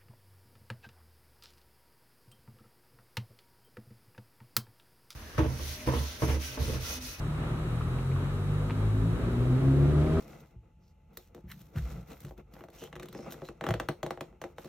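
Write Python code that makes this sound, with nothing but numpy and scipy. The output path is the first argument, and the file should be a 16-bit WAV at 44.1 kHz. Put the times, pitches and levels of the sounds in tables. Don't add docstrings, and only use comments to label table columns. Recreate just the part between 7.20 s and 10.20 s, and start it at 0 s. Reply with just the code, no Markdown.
import sys
import numpy as np
from scipy import signal
from scipy.fft import rfft, irfft, next_fast_len
from scipy.io import wavfile
from scipy.ndimage import uniform_filter1d

SR = 44100
rng = np.random.default_rng(int(sys.argv[2]) if len(sys.argv) > 2 else 0)


def to_wav(s):
    ch = np.atleast_2d(s).T
    pcm = np.round(np.clip(ch, -1, 1) * 32767)
    wavfile.write(sys.argv[1], SR, pcm.astype(np.int16))


def invert_db(level):
    return 10 ** (np.asarray(level, dtype=float) / 20)


N = 132300

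# (time [s], firing base [Hz])
REVS = [(0.0, 36.7), (0.08, 37.4), (0.35, 38.9), (0.43, 38.8), (0.88, 44.5), (1.13, 48.2), (1.35, 49.7),
        (1.58, 51.9), (1.85, 54.4), (2.04, 57.5), (2.18, 60.9), (2.36, 65.0), (2.6, 70.3), (2.94, 79.4),
        (3.0, 80.5)]
# (time [s], level [dB])
EFFORT = [
    (0, -29),
    (.4, -26.5),
    (.8, -27),
    (1.1, -29),
    (1.4, -27),
    (1.8, -25.5),
    (2.1, -23),
    (2.35, -23.5),
    (2.6, -21.5),
    (3, -20.5),
]
# (multiple of the firing base [-], level [dB])
ORDERS = [(1, 5.5), (2, 0), (3, -1.9), (4, -2.8), (5, -11), (6, -15), (7, -15), (8, -13), (9, -17),
          (10, -18), (12, -20)]
# (frequency [Hz], width [Hz], level [dB])
RESONANCES = [(55.1, 4.2, -5.7), (62.2, 1.8, -12.3), (73.7, 3.0, -15.6), (93.0, 4.2, -12.8), (99.4, 9.2, -7.3),
              (107.3, 1.9, 5.0), (114.2, 0.9, -4.3), (124.5, 7.1, -0.2), (131.2, 2.4, 0.4), (136.7, 7.0, -0.6),
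              (145.8, 3.5, -1.1), (151.3, 2.6, -6.6), (160.3, 1.5, -7.1), (164.3, 1.8, -14.0),
              (216, 28, -14), (242.7, 4.2, -6.7), (255.3, 7.3, -1.8), (266.6, 3, 3), (286.4, 3.4, -12.7),
         (302, 24, -12), (358, 24, -3), (398, 22, -5),
              (499, 47, -7), (616, 37, -6.5), (1320, 68, -10)]
# (frequency [Hz], width [Hz], level [dB])
GAS = [(367.6, 116, 0), (520, 620, -7)]
# (time [s], peak level [dB], ring frequency [Hz], ring level [dB])
TICKS = [
    (0.6072, -40.5, 1200, 7),
    (0.616, -40.5, 2600, -3.5),
    (.785, -51, 2300, 7),
    (.915, -51, 2230, 10.5),
    (.9607, -41.5, 1160, 6.5),
    (2.862, -48, 2200, 8),
    (2.9693, -43, 1300, 9),
]
# (time [s], peak level [dB], ring frequency [Hz], ring level [dB])
SNAPS = [
    (1.4987, -25, 1000, -9),
    (1.5073, -23, 2800, -18),
]
# (frequency [Hz], rms level [dB])
FAN_TONES = [(170, -50), (377, -58), (479, -56), (823, -67)]
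# (frequency [Hz], rms level [dB])
WHINE = [(2945, -81), (3833, -71), (3946, -77), (4054, -83.5), (4167, -79.5), (4280, -81.5)]
# (frequency [Hz], density [dB per Hz])
TOWN_MID = [(22, -10), (50, -2.5), (150, 0), (400, -10), (800, -18.5), (1250, -16.5), (2000, -27.5),
            (4100, -36.5)]
# (frequency [Hz], density [dB per Hz])
TOWN_SIDE = [(18, -28), (30, 2), (85, -15), (109, -1), (155, -8.5), (195, -12), (266, -8), (1240, -6.5),
             (4300, -20.5), (5590, -62), (9460, -120)]
# (frequency [Hz], density [dB per Hz])
HISS = [(2880, -21), (4900, -3.5), (8040, 0.5), (10400, -2), (15500, -10.5)]

OPPOSED = np.array([[1], [-1]])


def level(x, db):
    return x * invert_db(db) / np.sqrt(np.mean(x ** 2))


def filt(x, response):
    size = next_fast_len(2 * N)
    hz = np.arange(1, size // 2 + 2) * SR / size
    return irfft(rfft(x, size) * response(hz), size)[..., :N]


def ring(hz, table):
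    return sum(invert_db(db) / (1 + 1j * (hz / f - f / hz) * f / w) for f, w, db in table)


def walk(rate):
    k = int(SR / rate)
    steps = np.repeat(rng.standard_normal(N // k + 1), k)
    return 1.77 * uniform_filter1d(uniform_filter1d(steps, k), k)[:N]


def noise(table, db, edge):
    f, g = np.array(table).T
    shape = lambda hz: invert_db(np.interp(np.log(hz), np.log(f), g)) * edge(hz)
    return level(filt(rng.standard_normal(N), shape), db)


def resonant_noise(drive, table, db, passes=2):
    return level(filt(drive * rng.standard_normal(N), lambda f: ring(f, table) ** passes), db)


def firing_orders(t, turn):
    tone = 0
    for k, db in ORDERS:
        rise_db = 5 * (k > 5.5) * (t - 3.5)
        order = invert_db(db + 1.1 * walk(11.04)) * np.sin(k * turn)
        half_order = invert_db(db - 20 + 2.9 * walk(9)) * np.sin((k + .5) * turn)
        tone = tone + invert_db(rise_db) * (order + half_order)
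    return tone


def exhaust_pipe(x):
    far_wall_s, far_wall_db, bass_cut_hz = .135, -11, 60.5

    def response(f):
        wall = 1 + invert_db(far_wall_db) * np.exp(-2j * np.pi * f * far_wall_s)
        return ring(f, RESONANCES) / np.sqrt(1 + (bass_cut_hz / f) ** 12) * wall

    return filt(x, response)


def car(t):
    throttle_s, opening_s, shut_db = 1.64, 0.2, -10
    turn = 2 * np.pi * np.cumsum(np.interp(t, *np.array(REVS).T)) / SR
    puff = (1 + np.sin(2 * turn)) ** 2
    throttle = invert_db(shut_db / (1 + np.exp((t - throttle_s) / opening_s)))
    rasp = resonant_noise(puff, GAS, -8.5) * throttle
    effort = invert_db(np.interp(t, *np.array(EFFORT).T))
    exhaust = exhaust_pipe(effort * (firing_orders(t, turn) + rasp))
    roar = resonant_noise(2 + puff, [(1200, 1000, 0)], -48)
    return exhaust + roar * invert_db(8 * (t - 3))


def alley(x):
    t60_s, mid_db, mid_low_hz, side_db, side_low_hz = 1, -9, 330, -7.5, 251
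    t = np.arange(SR) / SR
    tails = rng.standard_normal((2, SR)) * invert_db(-60 * t / t60_s) * (t > .03)
    mid, side = (signal.fftconvolve(x, h / np.sqrt(np.sum(h ** 2)))[:N] for h in tails)
    mid = filt(mid, lambda f: 1 / np.sqrt(1 + (mid_low_hz / f) ** 6))
    side = filt(side, lambda f: 1 / (1 + side_low_hz / (1j * f)) ** 2)
    return invert_db(mid_db) * mid + invert_db(side_db) * side * OPPOSED


def tyres(t):
    grit = rng.standard_normal((2, N)) * invert_db(1.3 * walk(43) + 15 * (t - 3))
    return invert_db(-45.5) * filt(grit, lambda f: ring(f, [(2600, 3000, 0)]) ** 2)


def gravel(t):
    push_s, rattle_s = .00012, .008
    out = 0
    for s, db, hz, ring_db in TICKS + SNAPS:
        push = np.exp(-((t - s) / push_s) ** 2)
        burst = (t > s) * np.exp(-np.abs(t - s) / rattle_s) * rng.standard_normal(N)
        rattle = filt(burst, lambda f: ring(f, [(hz, hz / 3, 0)]) ** 2)
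        out = out + invert_db(db) * (push + invert_db(ring_db) * rattle / np.abs(rattle).max())
    return filt(out, lambda f: 1 / (1 + 400 / (1j * f)))


def machine_tone(t, hz, db, wander_db):
    phase = 2 * np.pi * (hz * t + rng.random())
    return np.sqrt(2) * invert_db(db + wander_db * walk(4.87)) * np.sin(phase)


def plant(t):
    hum = machine_tone(t, 47, -39.5, 0.5)
    fans = sum(machine_tone(t, hz, db, 2.35) for hz, db in FAN_TONES)
    duct = resonant_noise(1, [(1242, 90, 0)], -57, passes=1)
    whine = sum(machine_tone(t, hz, db, 0.5) for hz, db in WHINE)
    return (hum + fans + duct) * np.array([[1.05], [.9]]) + whine * np.array([[1.8], [.3]])


def town():
    edge = lambda hz: 1 / np.sqrt(1 + (hz / 4150) ** 24) / (1 + (18 / hz) ** 4)
    flicker = invert_db(0.8 * walk(11.04))
    mid = noise(TOWN_MID, -38.5, edge)
    side = noise(TOWN_SIDE, -49, edge)
    return flicker * (mid + side * OPPOSED)


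def air(t):
    gust = np.exp(-((t - 2.37) / .45) ** 2)
    breeze = resonant_noise(1, [(45, 80, 0)], -51) * invert_db(4 * walk(6)) * gust
    far_hiss = resonant_noise(1, [(3900, 2000, 0)], -64)
    return breeze * np.array([[1.3], [-.7]]) + far_hiss * OPPOSED


def scene():
    t = np.arange(N) / SR
    lag_s, left_db = 0.000085, 0.42
    x = car(t)
    late = filt(x, lambda f: np.exp(-2j * np.pi * f * lag_s))
    direct = np.array([late * invert_db(left_db), x * invert_db(-left_db)])
    return direct + alley(x) + tyres(t) + gravel(t) + plant(t) + town() + air(t)


def microphone_hiss():
    edge = lambda hz: 1 / np.sqrt(1 + (4200 / hz) ** 8)
    return np.array([noise(HISS, -61, edge) for _ in range(2)])


def roll_off(x):
    return signal.sosfilt(signal.butter(12, 15610, fs=SR, output="sos"), x)


def record(dry):
    mix = dry + microphone_hiss()
    return roll_off(mix)


dry = scene()
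out = record(dry)
to_wav(out)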